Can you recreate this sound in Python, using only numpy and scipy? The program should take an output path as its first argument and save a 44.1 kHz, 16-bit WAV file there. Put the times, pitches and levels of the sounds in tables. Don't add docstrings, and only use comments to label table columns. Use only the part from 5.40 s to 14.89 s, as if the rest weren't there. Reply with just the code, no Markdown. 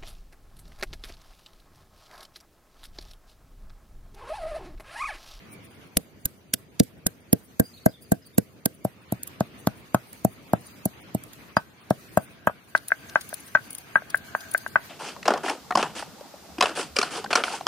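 import sys
import numpy as np
from scipy import signal
from scipy.fft import rfft, irfft, next_fast_len
from scipy.io import wavfile
from scipy.ndimage import uniform_filter1d, minimum_filter1d

SR = 44100
rng = np.random.default_rng(int(sys.argv[2]) if len(sys.argv) > 2 else 0)


def int16_out(signal):
    q = np.round(np.clip(np.atleast_2d(signal).T, -1, 1) * 32767)
    wavfile.write(sys.argv[1], SR, q.astype(np.int16))


def volts_from_db(level):
    exponent = np.asarray(level, float) / 20
    return 10 ** exponent


N = 418509

CLOSE_UNTIL_S, LEAD_S = 3.35, .006
CLOSE_LAG_MS, FAR_LAG_MS = 1.04, 0.09
CLOSE_CONTACT_MS, FAR_CONTACT_MS = 2.286, 1.373
CLOSE_CLACK_DB, FAR_CLACK_DB = -14, 6
KNOCK_THUD_DB, THUD_PER_FLAT = -30, .7
CLOSE_PAN_DB, FAR_PAN_DB, KNOCK_PAN_DB = 3.4, 3.6, 3.0
SMEAR_PER_DB = .25
# left_minus_right_db, sharpest_t60_s, dull_part_db, wet_sizzle_db
POD_CLOSE, POD_FAR, GRIT_FAR = (-4.5, .013, 7, -47), (-3.5, .011, 3, -49), (4.5, .012, 7, -56)

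# time_s, level_db
YARD_LEVEL = [(0.0, -50), (0.9, -56), (2.88, -57), (3.46, -56), (3.78, -53.5), (4.2, -52.5), (4.81, -56),
              (5.34, -53), (6.02, -53.5), (6.24, -58.5), (6.79, -53.5), (7.27, -59), (7.61, -55.5),
              (9.49, -54)]
# pitch_hz, density_db_per_hz
YARD_RUMBLE = [(15, -77.5), (25, -40.5), (56, -12.5), (91, -3.5), (216, -4.5), (303, -6.5), (461, -11.5),
               (670, -16.5), (1200, -55.5), (1560, -40), (2640, -120)]
# time_s, level_db
LEAVES_LEVEL = [(0, -11.5), (.9, -16), (3.45, -14), (3.65, -10), (7.3, -9), (7.6, -6.5), (9.49, -6)]
# pitch_hz, density_db_per_hz
LEAF_HISS = [(410, -31.5), (700, -2.5), (1330, -2.5), (1550, -4.5), (2280, -2.5), (5540, -17), (7010, -33),
             (8000, -37.5), (10400, -42), (17600, -120)]
# time_s, level_db
FILM_LEVEL = [(0.0, -73), (0.53, -73), (1.52, -79.5), (2.36, -68), (2.55, -76), (3.9, -75.5), (4.72, -67),
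              (5.16, -72), (5.31, -64), (5.63, -72), (6.1, -68.5), (6.4, -75.5), (6.65, -63.5), (7.1, -80),
              (7.4, -67), (7.91, -60), (8.77, -67), (9.08, -59), (9.49, -60)]
# pitch_hz, density_db_per_hz
FILM_FIZZ = [(2350, -26), (4000, -6), (4730, 1), (5300, -9), (6200, 0.5), (7980, -9), (9730, -4.5),
             (14100, -3.5), (15300, -9), (16200, -30), (16800, -52)]
# top_s, top_hz, fall_hz, half_length_s, level_db
BIRD_CHIRPS = [(.13, 2320, 30, .04, -54), (2.255, 4830, 300, .025, -52), (2.355, 4430, 500, 0.022, -49),
               (2.383, 4050, 700, 0.013, -49), (2.424, 4500, 500, .02, -57), (2.499, 5050, 600, 0.019, -48),
               (2.515, 4100, 500, .008, -54), (2.545, 3600, 500, 0.02, -53),
               (2.635, 4910, 900, 0.035, -56.5), (2.822, 5100, 705, 0.014, -54),
               (2.863, 4740, 900, 0.017, -50.5), (2.944, 3720, 400, .015, -59)]
# pitch_hz, t60_s, level_db, lean_left_db, extra_close_db
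STRUCK_PARTS = [
    [(194.4, 0.033, 4.5, 0, -2.2), (125, 0.076, -7.5, -2.5, -6), (270.4, 0.02, -6.5, -13, 0.5),
     (472, 0.028, -14, 1, 15)],
    [(642, 0.022, 3.5, 1.5, -3), (750, 0.058, -17, -8, -10)],
    [(1124, 0.012, 0.5, 0, 5.6), (2584, 0.023, -21.5, -6, -1), (3150, 0.011, -17.5, 0.5, -6.5),
     (1460, 0.18, -28, -2.5, -3), (900, .016, -4.5, -9, -2.5), (1305, 0.045, -12.5, 4, -3)],
    [(1563.4, 0.023, 3.5, 1.63, -1.7), (1730, 0.053, -22.5, 0, -4.3), (1997, .03, -26, -16.5, -0.5),
     (2350, 0.005, -18, -4.5, -3.5)],
]
# start_s, force_db, off_centre_db, bare_stone_db
POUNDS_NEAR = [(0.5687, -13, 0, -20), (0.8576, -31, -5, -4), (1.1367, -21.5, -4.5, -15),
               (1.4024, -3, -17, -26), (1.6643, -16.5, -2, -6), (1.9301, -4.5, -8, -21),
               (2.1975, -4, -3, -10), (2.4616, -6.5, 5.5, -8), (2.7189, -6.5, 1.5, -13),
               (2.9821, -7.5, -13.5, -15), (3.2586, -16, -2, -9)]
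POUNDS_AWAY = [(3.4508, -15.5, 4.5, -25), (3.724, -15.5, -4, -35), (4.0081, -13, 1, -15),
               (4.2723, -10.5, -2.5, -13), (4.5462, -11, 4, -6), (4.8496, -10, 2, -27),
               (5.1349, -13.5, 7.5, -11), (5.4579, -15.5, -3, -35), (5.7493, -15.5, -3.5, -45),
               (6.1685, -17.5, 8.5, 9), (6.508, -12.5, 5.5, -14), (6.7736, -13.5, 10.5, -3),
               (7.0726, -18.5, 12.5, 9)]
# start_s, force_db, flatness_db, off_centre_db
PESTLE_KNOCKS = [(7.097, -39, 11, 15), (7.3509, -3, -9, -12.5), (7.505, -27.5, -29, -19),
                 (7.5193, -4, -26, -19), (7.7573, -2, -5, -9), (7.9287, -26.5, -17, 0),
                 (8.1512, 4, -6.5, -15), (8.172, -19.5, -23, -28), (8.5567, 0.5, -5, -14),
                 (8.578, -28, -16, -15), (8.621, -36, -20, 0), (8.745, -8, -24, -18),
                 (8.9501, -13, -3.5, -7.5), (9.131, -40, -22, -21), (9.148, -6, -31, -16),
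                 (9.2636, -20, -8, -14), (9.3576, -1, -3.5, -13.5)]
# start_s, pitch_hz, level_db
AIR_PUFFS = [
    (.572, 45, -17.5),
    (0.5707, 2980, 8.5),
    (.858, 45, -20.5),
    (1.666, 45, -21),
    (3.261, 45, -40),
]
# start_s, peak_db, above_8khz_db
CRACKS_NEAR = [(0.5702, -2.5, 0), (0.855, -1, 2.5), (1.1374, -2.5, -4), (1.3978, -10, -4),
               (1.4337, -34.5, 4), (1.6662, -4.5, -3.5), (1.9291, -4, -1), (2.1975, -3, 0),
               (2.4594, -14, 0), (2.7188, -11.5, -0.5), (2.9807, -10, -2.5), (3.2566, -6.5, 0)]
CRACKS_AWAY = [(3.4476, -23.5, -0.5), (3.7215, -20, 0), (3.8318, -19, 0), (3.8737, -25.5, 0),
               (4.0044, -29, -5), (4.2703, -20, -5), (4.5451, -20, -4), (4.7297, -32.5, -1),
               (4.8474, -14.5, -3), (5.1333, -24, 0), (5.4546, -13, -2), (5.7469, -22.5, -1),
               (5.8372, -33, 0), (5.9325, -37, -4), (6.1679, -25, -5), (6.5047, -27.5, -4.5),
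               (6.7731, -17, -3), (7.0719, -23, 0)]
GRIT_CRUNCHES = [(7.3617, -37.5, -5), (7.3755, -35, -4.5), (7.483, -22, -2), (7.696, -41, -5),
                 (7.7544, -42, -13), (7.8102, -32.5, -4.5), (7.8911, -31.5, -3.5), (7.9404, -20.5, 0),
                 (8.0022, -37.5, 0), (8.081, -43, -4), (8.1504, -37.5, -32), (8.306, -30, 0),
                 (8.3296, -32, -0.5), (8.3493, -24, -2.5), (8.3824, -29.5, 0), (8.7022, -31, -4),
                 (8.754, -32, -2), (8.7735, -31.5, 0), (9.007, -38, -5), (9.1143, -29.5, 0),
                 (9.1362, -23.5, -2.5), (9.1771, -23.5, 0), (9.2773, -37, -2)]
# pitch_hz, level_db
SNAP_DULL = [(900, -32.5), (1500, -10.5), (2300, -12), (3800, -5), (5500, -6.5), (7500, -16.5),
             (10000, -47.5)]
# pitch_hz, level_db
POD_BRIGHT = [(4500, -37.5), (7800, -8), (10100, -4), (11700, -4), (13000, -1.5), (15200, -11.5),
              (16800, -34.5)]
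# pitch_hz, level_db
GRIT_BRIGHT = [(5000, -33.5), (8400, -10), (9200, 7), (10000, -1.5), (11000, 1), (12700, -14.5),
               (15300, -1), (16600, -19)]
# pitch_hz, width_hz, level_db
SPLITTER_EDGES = [
    (6700, 110, 2),
    (10780, 230, -2),
]
# pitch_hz, share
DROPOUT_ODDS = [(3000, 0.032), (4500, 0.16), (5400, 0.42), (6300, 0.23), (7100, .4), (8000, 0.002),
                (10000, 0.2), (11400, 1), (12500, 0), (16000, .2)]
# time_s, level_db
RUB_LEVEL = [(6.1, -70.5), (6.55, -74), (7.39, -63), (7.55, -63), (7.74, -53.5), (7.97, -59.5), (8.59, -63),
             (8.73, -54), (9.49, -55)]
# pitch_hz, level_db
PESTLE_SONG = [(500, -40), (660, 2.5), (950, -16), (1350, -11.5), (1570, 7), (1800, -9.5), (2400, -34)]
# start_s, pitch_hz, t60_s, level_db
BANGLE_TINKS = [
    (6.167, 4860, 0.042, -22.5),
    (7.688, 6160, 0.047, -44),
]


def colour(x, points):
    size = next_fast_len(x.shape[-1])
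    hz, db = np.transpose(points)
    bins_hz = np.arange(size // 2 + 1) * SR / size
    gain = volts_from_db(np.interp(np.log(bins_hz + 1), np.log(hz), db, -90, -90))
    gain = gain / np.sqrt(np.mean(gain ** 2))
    return irfft(rfft(x, size) * gain, size)[..., :x.shape[-1]]


def walk(rate):
    k = int(SR / rate)
    held = np.repeat(rng.standard_normal(N // k + 1), k)
    return uniform_filter1d(uniform_filter1d(held, k), k)[:N]


def curve(table):
    s, db = np.transpose(table)
    return volts_from_db(np.interp(np.arange(N) / SR, s, db, -120, -120))


def ragged(count, spread_db, hold):
    return volts_from_db(spread_db * rng.exponential(size=count // hold + 1)).repeat(hold)[:count]


def add(out, s, pair, pan_db):
    i = int(s * SR)
    panned = pair * volts_from_db(np.array([[pan_db], [-pan_db]]) / 2)
    out[:, i:i + pair.shape[1]] += panned[:, :N - i]


def noise(points, shared, flicker_db, grit_db=0.):
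    mid, side = rng.standard_normal((2, N)) * ragged(N, grit_db, 32)
    pair = mid + (1 - shared) * side * np.array([[1], [-1]])
    pair = colour(pair, points) * volts_from_db(flicker_db * walk(25))
    return pair / np.sqrt(np.mean(pair.mean(0) ** 2))


def holes(x, depth_db):
    hz, _, z = signal.stft(x, SR, nperseg=1024)
    odds = np.interp(hz, *np.transpose(DROPOUT_ODDS))[:, None]
    draw = rng.random((len(hz) // 8 + 1, z.shape[2] // 3 + 1))
    patch = draw.repeat(8, axis=0).repeat(3, axis=1)[:len(hz), :z.shape[2]]
    gain = np.where(patch < odds, volts_from_db(depth_db), volts_from_db(8.9 * (patch - .5)))
    return signal.istft(z * gain, SR, nperseg=1024)[1][:, :N]


def yard_murmur():
    return curve(YARD_LEVEL) * volts_from_db(1.45) * noise(YARD_RUMBLE, 0.5, 2.5)


def leaf_hiss():
    return curve(YARD_LEVEL) * curve(LEAVES_LEVEL) * volts_from_db(6) * noise(LEAF_HISS, .03, 1.5)


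def wet_film():
    grit = volts_from_db(14 * walk(50)) * noise(GRIT_BRIGHT, .3, 3, 2)
    fizz = noise(FILM_FIZZ, .05, 2.5)
    return curve(FILM_LEVEL) * (volts_from_db(5) * fizz + grit * volts_from_db([[-6], [-9]]))


def birds():
    out = np.zeros(N)
    for s, top_hz, fall_hz, half, db in BIRD_CHIRPS:
        u = np.linspace(-1, 1, int(2 * half * SR))
        tone = np.sin(2 * np.pi * np.cumsum(top_hz - fall_hz * u ** 2) / SR)
        out[int((s - half) * SR):][:len(u)] += volts_from_db(db) * np.sqrt(1 - u ** 2) * tone
    out = out * (1 + 1.3 * walk(210))
    t = np.arange(SR // 8) / SR
    trees = rng.standard_normal((2, len(t))) * volts_from_db(-60 * t / 0.2 - 32.5)
    return out * volts_from_db(-6.5) + signal.fftconvolve(out[None], trees, axes=1)[:, :N]


def ring(t, hz, t60, turn=0., contact_s=0.00063):
    u = t - contact_s - .28 / hz
    rise = np.exp(-(u / (0.25 / hz + 0.64 * contact_s)) ** 2)
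    decay = volts_from_db(-60 * np.maximum(u, 0) / max(t60, .003))
    return np.where(u < 0, rise, decay) * np.cos(2 * np.pi * hz * u + turn)


def pounds(rows, clack_db, pan_db):
    return [(s, db, db + off, db + bare + clack_db, db + bare, pan_db) for s, db, off, bare in rows]


def strokes():
    knocks = []
    for s, db, flat, off in PESTLE_KNOCKS:
        thud_db = db + KNOCK_THUD_DB + THUD_PER_FLAT * flat
        knocks.append((s, thud_db, db + off, db + flat, db, KNOCK_PAN_DB))
    near = pounds(POUNDS_NEAR, CLOSE_CLACK_DB, CLOSE_PAN_DB)
    return near + pounds(POUNDS_AWAY, FAR_CLACK_DB, FAR_PAN_DB) + knocks


def blows():
    out, t = np.zeros((2, N)), np.arange(SR // 5) / SR
    chance = rng.standard_normal((len(strokes()), 4, 6, 3))
    for (s, *part_db, pan_db), luck in zip(strokes(), chance):
        close = s < CLOSE_UNTIL_S
        lag = np.array([[0], [CLOSE_LAG_MS if close else FAR_LAG_MS]]) / 1000
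        contact = (CLOSE_CONTACT_MS if close else FAR_CONTACT_MS) / 1000
        hit = 0
        for modes, db, rows in zip(STRUCK_PARTS, part_db, luck):
            for (hz, t60, mode_db, lean_db, close_db), (pitch, level, phase) in zip(modes, rows):
                turn = np.array([[0], [.25 * phase]])
                lean = np.array([[lean_db], [-lean_db]])
                gain = volts_from_db(db + mode_db + close * close_db + level + lean)
                hit = hit + gain * ring(t - LEAD_S - lag, hz * (1 + pitch / 60), t60, turn, contact)
        order, low_hz = (2, 90) if close else (3, 95)
        hit = signal.sosfilt(signal.butter(order, low_hz, "high", fs=SR, output="sos"), hit)
        bursts = ragged(len(t), 1.0, 64)
        scatter = rng.standard_normal((2, len(t))) * bursts * volts_from_db(-60 * t / 0.1)
        scatter = scatter * np.minimum(t / 0.0027, 1) ** 2
        wet = signal.fftconvolve(hit, scatter, axes=1)[:, :len(t)]
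        wet = signal.lfilter([1, -.6], 1, wet)
        add(out, s - LEAD_S - .0008, hit * volts_from_db(-3 - pan_db / 2) + wet * volts_from_db(-39), pan_db)
    for s, hz, db in AIR_PUFFS:
        u = (t - .03) * hz * 2 * np.pi
        add(out, s - .03, np.tile(volts_from_db(db) * u * np.exp(-u ** 2), (2, 1)), 1.5)
    return out


def snaps(events, bright, pan_db, sharp_t60, dull_db, sizzle_db):
    out, t = np.zeros((2, 2, N)), np.arange(-SR // 50, SR // 6) / SR
    for s, db, high_db in events:
        t60 = np.clip(sharp_t60 * volts_from_db(-SMEAR_PER_DB * db), .003, .08)
        shape = np.where(t < .002, volts_from_db(60 * (t - .002) / (.55 * t60)), volts_from_db(-60 * t / t60))
        grains = ragged(len(t), 3, 16)
        mid, own = rng.standard_normal(len(t)), rng.standard_normal((2, 2, len(t)))
        ports = np.array([mid, np.roll(mid, rng.integers(-12, 12))])
        burst = shape * grains * (ports + own[0] / 4)
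        burst = burst / np.sqrt(np.sum(burst ** 2) / (SR * t60))
        swell = np.clip(t / 0.023, 0, 1) * np.exp(-(t / 0.077) ** 2)
        sizzle = swell * volts_from_db(sizzle_db - db) * own[1]
        snap_share = min(volts_from_db(high_db + 3.5), .995)
        sizzle_share = min(1.01 * snap_share, .98)
        for layer, x, share in zip(out, (burst, sizzle), (snap_share, sizzle_share)):
            dull = np.sqrt(1 - share ** 2) * volts_from_db(dull_db) * colour(x, SNAP_DULL)
            add(layer, s - .02, (share * colour(x, bright) + dull) * volts_from_db(db - 11), pan_db)
    return out


def cracks():
    pods = snaps(CRACKS_NEAR, POD_BRIGHT, *POD_CLOSE) + snaps(CRACKS_AWAY, POD_BRIGHT, *POD_FAR)
    snap, sizzle = pods + snaps(GRIT_CRUNCHES, GRIT_BRIGHT, *GRIT_FAR)
    ahead = 0
    for hz, width_hz, db in SPLITTER_EDGES:
        b, a = signal.iirpeak(hz, hz / width_hz, SR)
        ahead = ahead + volts_from_db(db) * signal.lfilter(b, a, snap[:, ::-1])
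    return snap + ahead[:, ::-1] + holes(sizzle, -26)


def pestle_rub():
    stick_slip = volts_from_db(4 * walk(12)) * noise(PESTLE_SONG, .3, 3, 1.5)
    return curve(RUB_LEVEL) * stick_slip * volts_from_db([[.6], [-2.5]])


def bangles():
    out, t = np.zeros((2, N)), np.arange(SR // 5) / SR
    for s, hz, t60, db in BANGLE_TINKS:
        add(out, s, np.tile(volts_from_db(db) * ring(t, hz, t60), (2, 1)), -1.5)
    return out


def scene():
    background = yard_murmur() + holes(leaf_hiss() + wet_film(), -29) + birds()
    return background + blows() + cracks() + pestle_rub() + bangles()


def roll_off(x):
    return signal.sosfilt(signal.butter(12, 16960, fs=SR, output="sos"), x)


def record(dry):
    room_left = minimum_filter1d(1 / np.maximum(np.abs(dry).max(0), 1), size=129)
    return roll_off(dry * uniform_filter1d(room_left, size=65))


dry = scene()
out = record(dry)
int16_out(out)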